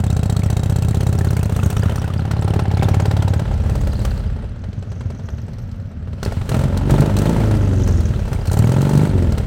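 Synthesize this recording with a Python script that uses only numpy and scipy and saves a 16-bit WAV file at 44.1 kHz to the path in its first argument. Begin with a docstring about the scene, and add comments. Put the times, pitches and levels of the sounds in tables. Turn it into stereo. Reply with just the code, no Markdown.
"""First comes the uneven, booming beat of a V-twin motorcycle riding slowly over an open car park.
It drops to a lumpy idle, is blipped and pulls away. Each puff booms in the silencer, barks in the pipe
and leaves as a short hiss. Throttle brightens and steadies the note, sudden twists make single firings
crack, and the coasting engine drones. A stereo microphone in the open air takes the exhaust direct;
low walls farther off return a few dull echoes over a faint outdoor hum."""
import sys
import numpy as np
from scipy import signal
from scipy.fft import rfft, irfft, next_fast_len
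from scipy.io import wavfile

SR = 44100
rng = np.random.default_rng(int(sys.argv[2]) if len(sys.argv) > 2 else 0)


def file_out(sig):
    """Save sig as 16-bit WAV at sys.argv[1]."""
    # one column per channel
    cols = np.atleast_2d(sig).T
    # limit, then scale
    lim = np.clip(cols, -1, 1)
    pcm = np.round(lim * 32767).astype(np.int16)
    wavfile.write(sys.argv[1], SR, pcm)


N = 417186
TIME = np.arange(N) / SR
CRUISE_HZ = 17  # four-stroke cycles per second at cruising speed


def from_db(db):
    """Decibels to gain."""
    return 10 ** (np.asarray(db) / 20)


def rms_one(x):
    """Scale to unit power."""
    return x / np.sqrt(np.mean(x ** 2) + 1e-20)


def read(rows, at):
    """Second column of a table, joined by straight lines."""
    return np.interp(at, *np.transpose(rows))


def clicks(times, sizes):
    """One impulse at each time."""
    return np.bincount(np.clip(np.round(times * SR).astype(int), 0, N), sizes, N + 1)[:N] + 1e-18


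def smear(x, seconds):
    """Exponential decay of unit area."""
    r = np.exp(-1 / (seconds * SR))
    return signal.lfilter([1 - r], [1, -r], x)


def resonate(x, hz, width_hz):
    """Two-pole resonance with gain 1 on top."""
    r = np.exp(-np.pi * width_hz / SR)
    feedback = [1, -2 * r * np.cos(2 * np.pi * hz / SR), r * r]
    return signal.lfilter(np.array([1, 0, -1]) * (1 - r * r) / 2, feedback, x)


def body(x, modes):
    """Resonances in parallel, keeping the energy of a click."""
    ring = lambda v: sum(from_db(db) * resonate(v, hz, width) for hz, width, db in modes)
    return ring(x) / np.linalg.norm(ring(signal.unit_impulse(SR // 10)))


def resonate_twice(x, mode):
    """One resonance passed twice, keeping the energy of a click."""
    twice = lambda v: resonate(resonate(v, *mode), *mode)
    return twice(x) / np.linalg.norm(twice(signal.unit_impulse(SR // 2)))


def rings(times, sizes, pitches, decay_s):
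    """A decaying sine from each time on."""
    out, t = np.zeros(N + SR), TIME[:SR // 16]
    for at, size, hz in zip(np.maximum(times * SR, 0).astype(int), sizes, pitches):
        out[at:at + len(t)] += size * np.exp(-t / decay_s) * np.sin(2 * np.pi * hz * t)
    return out[:N]


def noise(alike, spectrum=None):
    """Stereo noise of unit power, white or coloured, its channels alike by a share of 0-1."""
    mid, side = rng.standard_normal((2, N))
    x = np.sqrt(1 + alike) * mid + np.sqrt(1 - alike) * side * [[1], [-1]]
    if spectrum is not None:
        size = next_fast_len(N)
        hz, db = np.transpose(spectrum)
        log_hz = np.log(np.fft.rfftfreq(size, 1 / SR) + 1)
        colour = from_db(np.interp(log_hz, np.log(hz), db, left=-np.inf, right=-np.inf))
        x = irfft(rfft(x, size) * colour, size)[:, :N]
    return rms_one(x)


# engine speed in four-stroke cycles per second: t/s, f/Hz
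CYCLE_RATE = [(0.0, 16.195), (0.385, 14.511), (0.81, 16.13), (1.262, 16.917), (1.599, 14.229),
              (2.027, 16.754), (2.445, 17.914), (2.534, 16.881), (3.182, 18.075), (3.578, 16.101),
              (3.686, 17.234), (4.488, 15.494), (4.653, 10.809), (5.204, 10.868), (5.909, 8.565),
              (6.471, 11.758), (6.514, 20.618), (6.6, 22.09), (6.88, 23.5), (7.03, 25.75), (7.19, 24.76),
              (7.35, 28.44), (7.62, 24.84), (7.86, 21.98), (8.1, 19.07), (8.36, 13.83), (8.62, 19.82),
              (8.85, 23.87), (9.06, 25.43), (9.2, 22.16), (9.46, 15.47)]


def crank(start_cycle=.397):
    """Cycles turned so far, at every sample."""
    return start_cycle + np.cumsum(read(CYCLE_RATE, TIME)) / SR


def revs(at):
    """Engine speed as a multiple of cruising speed."""
    return read(CYCLE_RATE, at) / CRUISE_HZ


# throttle twists: t/s, hold/s, first opening/0-1, last opening/0-1, unevenness/0-1, rear hiss/dB re front
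THROTTLE_TWISTS = [(0.0, 1.464, 0.62, 0.7, 0.12, -5), (1.55, 1.34, 0.81, 0, 0.41, -6.5),
                   (2.417, 0.14, 0.3, 0.65, 0, -4), (2.694, 0.051, 0.4, 0.66, 0.5, -7),
                   (2.82, .57, .97, .58, .1, -17), (3.689, 0.26, 0.47, 0.06, 0.52, -15),
                   (4.802, 0.65, 0.39, 0.05, 0.55, -18), (6.522, 0.11, 1, 0.95, 0.46, -5),
                   (6.72, 0.093, 0.5, 0.35, 0.7, -11), (6.908, 0.23, 1, 0.58, 0.7, -19),
                   (7.213, 0.29, 1, 0.78, 0.61, -13), (7.569, 0.6, 0.47, 0.18, 0.66, 0),
                   (8.513, 0.55, 0.7, 0.82, 0.35, -4), (9.179, 0.17, 0.43, 0.14, 0.64, -10)]


def grip(at, open_s=0.06, close_s=0.072):
    """Hold of each twist, 0-1: it opens quickly, is held and closes more slowly."""
    return np.array([np.interp(at, [s - open_s, s, s + held, s + held + close_s], [0, 1, 1, 0])
                     for s, held, *_ in THROTTLE_TWISTS])


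def throttle(at):
    """Opening of the throttle, easing from its first to its last value during each twist."""
    return sum(hold * np.interp(at, [s, s + held], [first, last])
               for hold, (s, held, first, last, *_) in zip(grip(at), THROTTLE_TWISTS))


def combustion(at, shut_uneven=0.74, shut_rear_db=-3):
    """Unevenness, steady flow (dB) and rear hiss (dB): throttle shut, the engine stumbles and puffs blur."""
    shut = np.array([shut_uneven, shut_rear_db])
    uneven, rear_db = shut[:, None] + (np.array(THROTTLE_TWISTS)[:, 4:] - shut).T @ grip(at)
    uneven = np.clip(uneven, 0, 1)
    flow_db = -27 + 41.5 * uneven
    return uneven, flow_db, rear_db


# lag of the rear cylinder, changing as the crank lurches: cycle rate/Hz, lag/cycles
REAR_LAG = [(11, .5), (14, .395), (16.7, .405), (17.5, .435), (24, .47)]


def firings(jitter_s=.0005):
    """Times of all firings, more ragged at high revs, and which belong to the rear cylinder."""
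    turns = crank()
    cycle = np.arange(1, int(turns[-1]) + 1)
    front = np.interp(cycle, turns, TIME)
    lag = read(REAR_LAG, read(CYCLE_RATE, front))
    rear = np.interp(cycle + lag, turns, TIME)
    times = np.r_[0, np.column_stack([front, rear]).ravel()]
    spread_s = jitter_s * np.maximum(revs(times), 1) ** 2.2 * combustion(times)[0]
    return times + spread_s * rng.standard_normal(len(times)), np.arange(len(times)) % 2 == 0


# the whole exhaust at the microphone, sinking towards idle: t/s, level/dB
EXHAUST_LEVEL = [(0, -2), (2.1, -1.5), (4.05, 2), (4.35, -5), (4.6, -13), (5.45, -9), (5.95, -18),
                 (6.17, -10), (6.27, 0.5), (6.57, -1), (6.82, -0.5), (6.95, 1), (7.12, 0.5), (7.3, 1),
                 (7.7, 0.5), (8.2, 2), (9.46, 1.5)]
# rows for thud, boom, growl, bark and hiss:
# base level/dB, full throttle adds/dB, doubled speed adds/dB, fully uneven burning adds/dB
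EXHAUST_PARTS = [(-52, 4.5, 4, 41), (-16.5, 4, -1.5, -7), (-21.5, 6, 0, -4.5), (-39.5, 12, 0, 2.5),
                 (-51, 10.5, -5.5, -6.5)]


def exhaust(at):
    """Level (dB) of each part of the note: throttle brightens it, stumbling makes it thud."""
    loudness, opening = read(EXHAUST_LEVEL, at), throttle(at)
    octaves, uneven = np.log2(revs(at)), combustion(at)[0]
    levels = [loudness + db + throttle_db * opening + octave_db * octaves + uneven_db * uneven
              for db, throttle_db, octave_db, uneven_db in EXHAUST_PARTS]
    return dict(zip(["thud", "boom", "growl", "bark", "hiss"], levels))


def strengths(times, level_db, scatter_db):
    """Size of each puff for a given mean level; poor combustion scatters the sizes."""
    luck = np.clip(rng.standard_normal(len(times)), -2, 2)
    scatter = rms_one(from_db(scatter_db * combustion(times)[0] * luck))
    return from_db(level_db) * scatter * np.sqrt(SR / (2 * read(CYCLE_RATE, times)))


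# how far the wheels are turning the engine: t/s, share/0-1
COAST_SHARE = [(3.38, 0), (3.52, 1), (4.4, 1), (4.62, .3), (6.58, .25), (6.68, .7), (6.85, .7), (6.92, .25),
               (7.03, .3), (7.1, .7), (7.19, .7), (7.25, .25), (7.33, .35), (7.42, 1), (7.85, 1),
               (8.15, .7), (8.45, 0), (9.07, 0), (9.16, .85), (9.46, .75)]


def coast_loss(at, loss_db=12):
    """Gain of the puffs, which weaken as the bike coasts."""
    return from_db(-loss_db * read(COAST_SHARE, at) ** 2)


def booms(times, sizes, base_hz, ring_cycles, suction, lead_s=0.0018):
    """Each puff is a pressure trough, sharpened by suction, that rings out; revs raise its pitch."""
    out = np.zeros(N + SR)
    starts = np.maximum((times - lead_s) * SR, 0).astype(int)
    for at, size, rise in zip(starts, sizes, np.maximum(revs(times), 1)):
        cycles = base_hz * rise * TIME[:SR // 12]
        from_trough = cycles - 0.56
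        wave = -cycles ** 2 * np.exp(-cycles / (ring_cycles * rise)) * np.cos(2 * np.pi * from_trough)
        spread = (from_trough / 0.14) ** 2
        wave = wave / np.abs(wave).max() - suction * (1 - spread) * np.exp(-spread / 2)
        out[at:at + len(wave)] += size * wave / np.linalg.norm(wave)
    return out[:N]


# front cylinder's boom re the puffs: t/s, level/dB
FRONT_BOOM_LEVEL = [(0, -1.5), (2.1, -2), (2.4, -7.5), (4.6, -11), (6.0, -10.5), (6.5, -5.5), (8.6, -2.5),
                    (9.46, -2)]
# resonances that open up at high revs: f/Hz, width/Hz, level/dB
ROAR_MODES = [(320, 180, -13), (379, 29, 6), (474, 23.3, 2.5), (586, 35, -2), (890, 14, -39)]
THUD_MODE = (37.8, 14.6)  # f/Hz, width/Hz


def silencer(times, rear, roar_open_hz=18.1):
    """Each puff booms and thuds in the silencer, which roars as revs rise; also gives the puff sizes."""
    level, front = exhaust(times), ~rear
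    puff_db = 10 * np.log10(from_db(level["boom"]) ** 2 + from_db(level["growl"]) ** 2)
    puffs = strengths(times, puff_db, scatter_db=7) * coast_loss(times)
    front_puffs = puffs[front] * from_db(read(FRONT_BOOM_LEVEL, times[front]))
    out = booms(times[front], front_puffs, base_hz=105, ring_cycles=0.27, suction=0.037)
    out += booms(times[rear], puffs[rear] * from_db(-0.34), base_hz=93, ring_cycles=0.48, suction=0.84)
    thuds = strengths(times, level["thud"] - 5, scatter_db=3) * np.sqrt(coast_loss(times))
    out += resonate_twice(clicks(times, thuds), THUD_MODE)
    shortfall_hz = np.maximum(roar_open_hz - read(CYCLE_RATE, times), 0)
    roar = clicks(times, strengths(times, level["bark"] + 11 - 5.3 * shortfall_hz, scatter_db=8))
    out += body(smear(smear(roar, 0.00079), 0.00079), ROAR_MODES)
    return out, puffs


# hollow low tone at the microphone, re the puffs: t/s, level/dB
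LOW_TONE_LEVEL = [(0, -14.5), (1.5, -16.5), (2.4, -15.5), (3.2, -23.5), (4.7, -29), (6.3, -26)]


def low_tone(times, puffs, hz=189.4, width_hz=80):
    """A hollow low tone near 190 Hz is heard on each puff, strongest in the first seconds."""
    return -resonate_twice(clicks(times, puffs * from_db(read(LOW_TONE_LEVEL, times))), (hz, width_hz))


def churn(gain_db=-10):
    """Uneven burning churns the gas in the silencer between puffs."""
    level = exhaust(TIME)
    gas = resonate_twice(noise(.95) * from_db(level["thud"]), THUD_MODE)
    gas += resonate_twice(noise(.98) * from_db(level["boom"]), (76, 45))
    gas += resonate_twice(noise(.9) * from_db(level["growl"] - 8), (215, 100))
    return gas * combustion(TIME)[0] * np.sqrt(coast_loss(TIME)) * from_db(gain_db)


# reflections inside the pipe: round trip/s, share returned/0-1
PIPE_REFLECTIONS = [(.0016, 0.76), (.0029, 0.67)]


def reflect(x):
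    """A pressure front runs up and down the pipe, keeping its colour."""
    for trip_s, share in PIPE_REFLECTIONS:
        loop = np.r_[1, np.zeros(int(trip_s * SR)), -share]
        x = signal.lfilter(loop[::-1], loop, x)
    return x


# pipe resonances: f/Hz, width/Hz, level/dB
PIPE_MODES = [(213.2, 11.5, 18), (414.5, 85, 11), (533, 105, 6.5), (779.4, 13, 2.5), (857, 12, 3.5),
              (1290, 88, -3.5), (1716, 46, -51)]
# single hard firings: t/s, relative bark level/dB, relative hiss level/dB
HARD_FIRINGS = [(2.312, -22, -34), (2.592, -16, -38), (2.824, -13, -47), (4.05, -18.5, -38),
                (4.441, -30, -68), (4.638, -32, -54), (4.729, -36, -51), (5.713, -57, -51),
                (6.074, -32, -70), (6.13, -38, -54), (6.229, -23.5, -32), (6.249, -44, -35),
                (6.261, -14.5, -50), (6.321, -21.5, -46), (6.491, -20, -36.5), (6.518, -13.5, -54),
                (6.543, -12.5, -47), (6.773, -31, -35.5), (6.906, -19.5, -35), (7.005, -49, -36),
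                (7.166, -25.5, -32.5), (7.186, -36, -33.5), (7.54, -14.5, -69), (7.874, -26, -38.5),
                (8.33, -25, -39), (8.471, -55, -39.5), (8.53, -52, -37), (8.588, -36, -36),
                (8.816, -50, -39.5), (8.974, -44, -39), (9.38, -22.5, -37)]


def bark(times, rear, burst_s=0.013, edge_s=.00007):
    """The steep front of each puff rings the pipe, turbulence behind it; hard firings crack."""
    imbalance_db = 0.37 * combustion(times)[2] * (rear - .5)
    fronts = clicks(times, strengths(times, exhaust(times)["bark"] + imbalance_db, scatter_db=4))
    crack_times, crack_db, _ = np.transpose(HARD_FIRINGS)
    cracks = clicks(crack_times, from_db(crack_db - 4) * np.sqrt(0.0026 * SR))
    flow = from_db(exhaust(TIME)["bark"] + np.minimum(combustion(TIME)[1], 0) - 10)
    burst_power = smear((from_db(-6.5) * fronts) ** 2 + (from_db(-2) * cracks) ** 2, burst_s)
    turbulence = np.sqrt(burst_power + flow ** 2) * noise(0.64)
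    snaps = from_db(-1) * reflect(fronts) + from_db(-3) * cracks
    return body(smear(smear(snaps, edge_s), edge_s) + turbulence, PIPE_MODES)


def rattle(at, peak_s=1.94, half_s=1, peak_db=5.2):
    """One rounded swell (dB) in which loose parts rattle and the jet rasps harder."""
    return peak_db * np.maximum(1 - ((at - peak_s) / half_s) ** 2, 0)


def jet_envelope(times, rear, level_db, crack_db, delay_s, rise_s, fall_s, tail_s, tail_share):
    """A burst and its tail after each firing, over a steady flow that takes over at high revs."""
    _, flow_db, rear_db = combustion(TIME)
    blur_db = 22 * np.log2(read(CYCLE_RATE, TIME) / 27.7)  # equals the bursts at 27.7 cycles per second
    pulsed_share = 1 / (1 + from_db(flow_db) ** 2 + from_db(blur_db) ** 2)
    pair_balance = 2 / (1 + from_db(rear_db) ** 2)
    puff_db = np.interp(times, TIME, level_db) + rear * np.interp(times, TIME, rear_db)
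    sizes = strengths(times, puff_db, scatter_db=8)
    energy = clicks(times + delay_s, sizes ** 2) * pulsed_share * pair_balance
    energy += clicks(np.array(HARD_FIRINGS)[:, 0] + delay_s / 2, from_db(crack_db) ** 2 * 0.016 * SR)
    decay = (1 - tail_share) * smear(energy, fall_s) + tail_share * smear(energy, tail_s)
    burst = smear(smear(decay, rise_s), rise_s)
    return np.sqrt(burst + (1 - pulsed_share) * from_db(level_db) ** 2)


# three spectra of the gas jet at the outlet: f/Hz, level/dB
RASP_SPECTRUM = [(650, -1), (1100, 2), (1720, 0), (2380, -9), (2750, -3.5), (3200, -5.5), (4160, -12.5),
                 (7040, -120)]
HISS_SPECTRUM = [(1650, -64), (2800, -5), (3560, -8), (4040, 19), (5060, 16.5), (6030, 13), (6920, 3),
                 (7700, -17), (9130, -18), (10000, -40.5), (13000, -30), (22000, -120)]
FIZZ_SPECTRUM = [(5590, -4.5), (9500, -4), (10000, -11), (11700, -14.5), (14100, -6.5), (15200, -16),
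                 (16000, -9)]
# lift of the fizz: t/s, level/dB
FIZZ_LEVEL = [(0, 5), (1.9, 10), (2.55, -3), (3.3, -2), (4.15, 13), (4.6, -18), (6.5, 7), (9.46, 6)]
# modes of the steel outlet: f/Hz, level/dB
STEEL_MODES = [(2080, 0), (2620, 8), (3200, 10), (3870, 13.5), (4280, 10), (5250, 4.5), (6080, 7.5),
               (7400, 12), (7900, 11.5), (8650, 7)]


def jet(times, rear, steel_width_hz=260):
    """Gas tears out of the outlet and rings its steel: rasp, then hiss, with more fizz as it blows harder."""
    level = exhaust(TIME)
    _, crack_bark, crack_hiss = np.transpose(HARD_FIRINGS)
    hiss = jet_envelope(times, rear, level["hiss"], crack_hiss - 2,
                        delay_s=0.0012, rise_s=0.00072, fall_s=0.00093, tail_s=0.0043, tail_share=0.34)
    rasp_db = (level["bark"] + level["hiss"]) / 2 + 0.87 * rattle(TIME)
    rasp = jet_envelope(times, rear, rasp_db, (crack_bark + crack_hiss) / 2 - 2,
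                        delay_s=0.00014, rise_s=0.001, fall_s=0.0015, tail_s=0.25, tail_share=0.15)
    fizz = from_db(read(FIZZ_LEVEL, TIME) - 7 + 0.74 * (level["hiss"] - np.median(level["hiss"])))
    steel = body(hiss * noise(0.064), [(hz, steel_width_hz, db) for hz, db in STEEL_MODES])
    steel *= from_db(-5 + 6 * np.maximum(np.log2(revs(TIME)), 0))
    gas = hiss * (from_db(-1) * noise(0.1, HISS_SPECTRUM) + fizz * noise(0.34, FIZZ_SPECTRUM))
    return gas + rasp * from_db(-2) * noise(0.47, RASP_SPECTRUM) + steel


# snarl of the header pipe re the bark: t/s, level/dB
HEADER_LEVEL = [(0, 1), (2.1, -7.5), (2.5, 5), (3.3, -2), (3.7, -20), (6.2, -15), (6.9, -17.5),
                (7.4, -15.5), (8.0, -38), (8.55, 0), (9.05, -6), (9.3, -31)]


def snarl(times, rear, cruise_pitch_hz=779, wander_octaves=.025, decay_s=.005, rear_db=-8):
    """Each puff briefly rings the header pipe, at a slightly scattered pitch that rises with the revs."""
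    level_db = exhaust(times)["bark"] + read(HEADER_LEVEL, times) + rear_db * rear
    sizes = strengths(times, level_db, scatter_db=14)
    wander = 2 ** (wander_octaves * rng.standard_normal(len(times)))
    pitches = cruise_pitch_hz * revs(times) ** 0.3 * wander
    return rings(times, sizes * 2 / np.sqrt(decay_s * SR), pitches, decay_s)


# throaty ring of the rear pipe under load, re the bark: t/s, level/dB
REAR_PIPE_LEVEL = [(0, -13.5), (1.3, 1.5), (1.6, -23), (2.6, 3.5), (3.2, -31), (3.6, -15), (8.3, -15),
                   (8.7, 1), (9.05, 0), (9.2, -19)]


def throat(times, hz=405, decay_s=0.0079):
    """The rear cylinder rings its pipe alike on every cycle, which gives clean overtones."""
    sizes = strengths(times, exhaust(times)["bark"] + read(REAR_PIPE_LEVEL, times), scatter_db=1)
    return rings(times, sizes * 2 / np.sqrt(decay_s * SR), np.full(len(times), hz), decay_s)


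# clank of the steel outlet re the hiss: t/s, level/dB
OUTLET_CLANK_LEVEL = [(0, 3.5), (1.1, 2), (1.6, -25), (2.7, -13), (3.2, 1), (3.6, -4), (8.4, -6),
                      (9.46, -1)]


def clank(times, rear, delay_s=0.0018, spread_s=0.003, width_hz=100, bounce_s=0.0073, bounce_db=-8):
    """Each firing shakes the steel outlet: a clank and a bounce, with a new mix of modes every time."""
    level_db = exhaust(times)["hiss"] + read(OUTLET_CLANK_LEVEL, times) + rear * combustion(times)[2]
    sizes = strengths(times, level_db, scatter_db=1.5)
    sizes = np.r_[sizes, sizes * from_db(bounce_db)]
    at = np.r_[times, times + bounce_s] + delay_s
    weights = rms_one(from_db(np.array(STEEL_MODES)[:, 1])) / np.sqrt(len(STEEL_MODES))
    out = np.zeros((2, N))
    for (hz, _), weight in zip(STEEL_MODES, weights):
        scatter = rms_one(from_db(5.5 * np.clip(rng.standard_normal(len(at)), -2, 2)))
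        when = at + spread_s * rng.random(len(at))
        for channel in out:
            arrivals = when + rng.normal(0, 0.075, len(at)) / hz
            channel += body(clicks(arrivals, sizes * weight * scatter), [(hz, width_hz, 0)])
    return out


def clatter(parts=14, per_s=130, width_hz=120):
    """Loose engine parts knock at random, each knock ringing one metal mode."""
    times = rng.uniform(0, N / SR, int(per_s * N / SR))
    level = exhaust(times)
    knock_db = (level["bark"] + level["hiss"]) / 2 + rattle(times) + rng.uniform(-35, 1.8, len(times))
    sizes = from_db(knock_db) * np.sqrt(SR / per_s)
    struck, out = rng.integers(0, parts, len(times)), 0
    for part, hz in enumerate(np.geomspace(1200, 9000, parts)):
        ring = body(clicks(times, sizes * (struck == part)), [(hz, width_hz, 0)])
        channel_gains = from_db(rng.normal(0, 1.5, (2, 1)))
        out = out + ring * np.sqrt(1200 / hz) * channel_gains
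    return out


# background of the car park: f/Hz, level/dB
AIR_SPECTRUM = [(18, -38), (30, -4.5), (95, 10), (170, -2), (239, -2.5), (303, -18.5), (600, -19.5),
                (1040, -36.5), (1320, -27.5), (2170, -37.5), (5740, -53), (13700, -86), (16000, -87)]


def open_air(level_db=-29):
    """A faint outdoor hum, almost the same on both sides of the microphone."""
    return from_db(level_db) * noise(0.98, AIR_SPECTRUM)


# returns from the low walls, nearest first: left delay/s, right delay/s, level/dB
WALL_RETURNS = [(.0071, 0.0074, -54), (0.015, 0.013, -31), (0.051, 0.045, -12.5), (0.11, 0.11, -17.5)]


def echoes(x, cut_hz=3500):
    """The walls send dull reflections back to the microphone, most reaching one side first."""
    dull = signal.sosfilt(signal.butter(1, cut_hz, fs=SR, output="sos"), x.mean(0))
    return sum(from_db(db) * np.array([np.interp(TIME - lag, TIME, dull, left=0) for lag in lags])
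               for *lags, db in WALL_RETURNS)


# knocks of loose metal: t/s, f/Hz, level/dB
METAL_KNOCKS = [(1.21, 1750, -25), (1.391, 1730, -34), (1.591, 1270, -22), (1.629, 1410, -26),
                (1.765, 1400, -32), (1.828, 1690, -25), (1.856, 1250, -26.5), (1.98, 1290, -24),
                (2.042, 1490, -24.5), (2.102, 1200, -24), (2.313, 1930, -28.5)]


def knocks(decay_s=0.0045):
    """Loose parts give single ringing knocks as the engine labours."""
    times, hz, db = np.transpose(METAL_KNOCKS)
    return rings(times, from_db(db), hz, decay_s)


def pops(punch_hz=150, clap_hz=620):
    """A hard firing also punches the silencer and claps at its mouth."""
    times, db, _ = np.transpose(HARD_FIRINGS)
    clap = rings(times, from_db(db - 2), clap_hz * rng.uniform(0.6, 1.35, len(times)), decay_s=0.0017)
    punch = rings(times, from_db(db + 2), np.full(len(times), punch_hz), decay_s=0.0047)
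    return clap - punch


# overtones of the coasting engine: multiple of the cycle rate, cruising level/dB, high-rev level/dB
DRONE_OVERTONES = [(2, -27, -26), (3, -24, -25), (4, -25, -17), (5, -21, -26), (6, -31, -40), (7, -27, -38),
                   (8, -42, -29), (9, -36, -32), (11, -39, -36), (12, -38, -34), (13, -40, -38),
                   (16, -48, -38), (17, -48, -39), (21, -52, -42), (25, -54, -43)]


def drone(high_revs_hz=21, waver_db=2.8, wavers_per_s=14, gain_db=1.15):
    """With the throttle eased the pistons pump the silencer: clean overtones that glide with the crank."""
    revved = np.interp(read(CYCLE_RATE, TIME), [CRUISE_HZ, high_revs_hz], [0, 1])
    turns, knots, out = crank(), np.arange(0, N / SR, 1 / wavers_per_s), 0
    for multiple, slow_db, fast_db in DRONE_OVERTONES:
        waver = np.interp(TIME, knots, waver_db * rng.standard_normal(len(knots)))
        gain = from_db(slow_db + (fast_db - slow_db) * revved + waver)
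        out = out + gain * np.cos(2 * np.pi * (multiple * turns + rng.random()))
    return out * read(COAST_SHARE, TIME) * from_db(read(EXHAUST_LEVEL, TIME) + gain_db)


# swells of a narrow sizzle: peak t/s, half length/s, f/Hz, half width/Hz, level/dB
SIZZLE_SWELLS = [(4.035, 0.43, 4390, 457, -47), (4.1, .35, 13800, 800, -65), (5.2, 1.35, 6050, 450, -58.5),
                 (5.527, 0.8, 12960, 900, -69), (7.895, 0.7, 6150, 700, -45.5),
                 (8.884, 0.61, 9000, 800, -54)]


def sizzle(ticks_per_s=70, tick_s=0.0026, steady_power=0.22, octaves_per_s=-0.079, edge_db=-56):
    """Narrow bands of fine metallic ticking swell, slide down a little and fade."""
    white, out = noise(0.13), 0
    ticks = smear((rng.random(N) < ticks_per_s / SR) * rng.exponential(1, N) + 1e-18, tick_s)
    for peak_s, half_s, hz, half_width_hz, db in SIZZLE_SWELLS:
        flutter = rms_one(signal.sosfilt(signal.butter(2, half_width_hz, fs=SR, output="sos"), white))
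        swell = from_db(db + np.maximum(edge_db * ((TIME - peak_s) / half_s) ** 2, -100))
        pitch = hz * 2 ** (octaves_per_s * (TIME - peak_s))
        out = out + flutter * swell * np.cos(2 * np.pi * np.cumsum(pitch) / SR)
    return np.sqrt(2) * out * rms_one(np.sqrt(steady_power + ticks / ticks.mean()))


def scene():
    """At the microphone: the bike direct, its echoes off the walls and the open air."""
    times, rear = firings()
    beat, puffs = silencer(times, rear)
    low = beat + low_tone(times, puffs) + churn() + drone() + pops()
    high = bark(times, rear) + jet(times, rear) * from_db([[-.3], [.3]])  # jet a touch to the right
    high += snarl(times, rear) + throat(times[rear]) + knocks() + clank(times, rear)
    return low + high + echoes(high + from_db(-11) * low) + sizzle() + clatter() + open_air()


def record(dry, low_cut_hz=33, high_cut_hz=16000):
    """The microphone loses the deepest bass and rounds the peaks; the top is cut."""
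    thinned = signal.sosfilt(signal.butter(2, low_cut_hz, "high", fs=SR, output="sos"), dry)
    rounded = 1.728 * np.tanh(thinned / 1.455)
    return signal.sosfilt(signal.ellip(10, .2, 80, high_cut_hz, fs=SR, output="sos"), rounded)


dry = scene()
out = record(dry)
file_out(out)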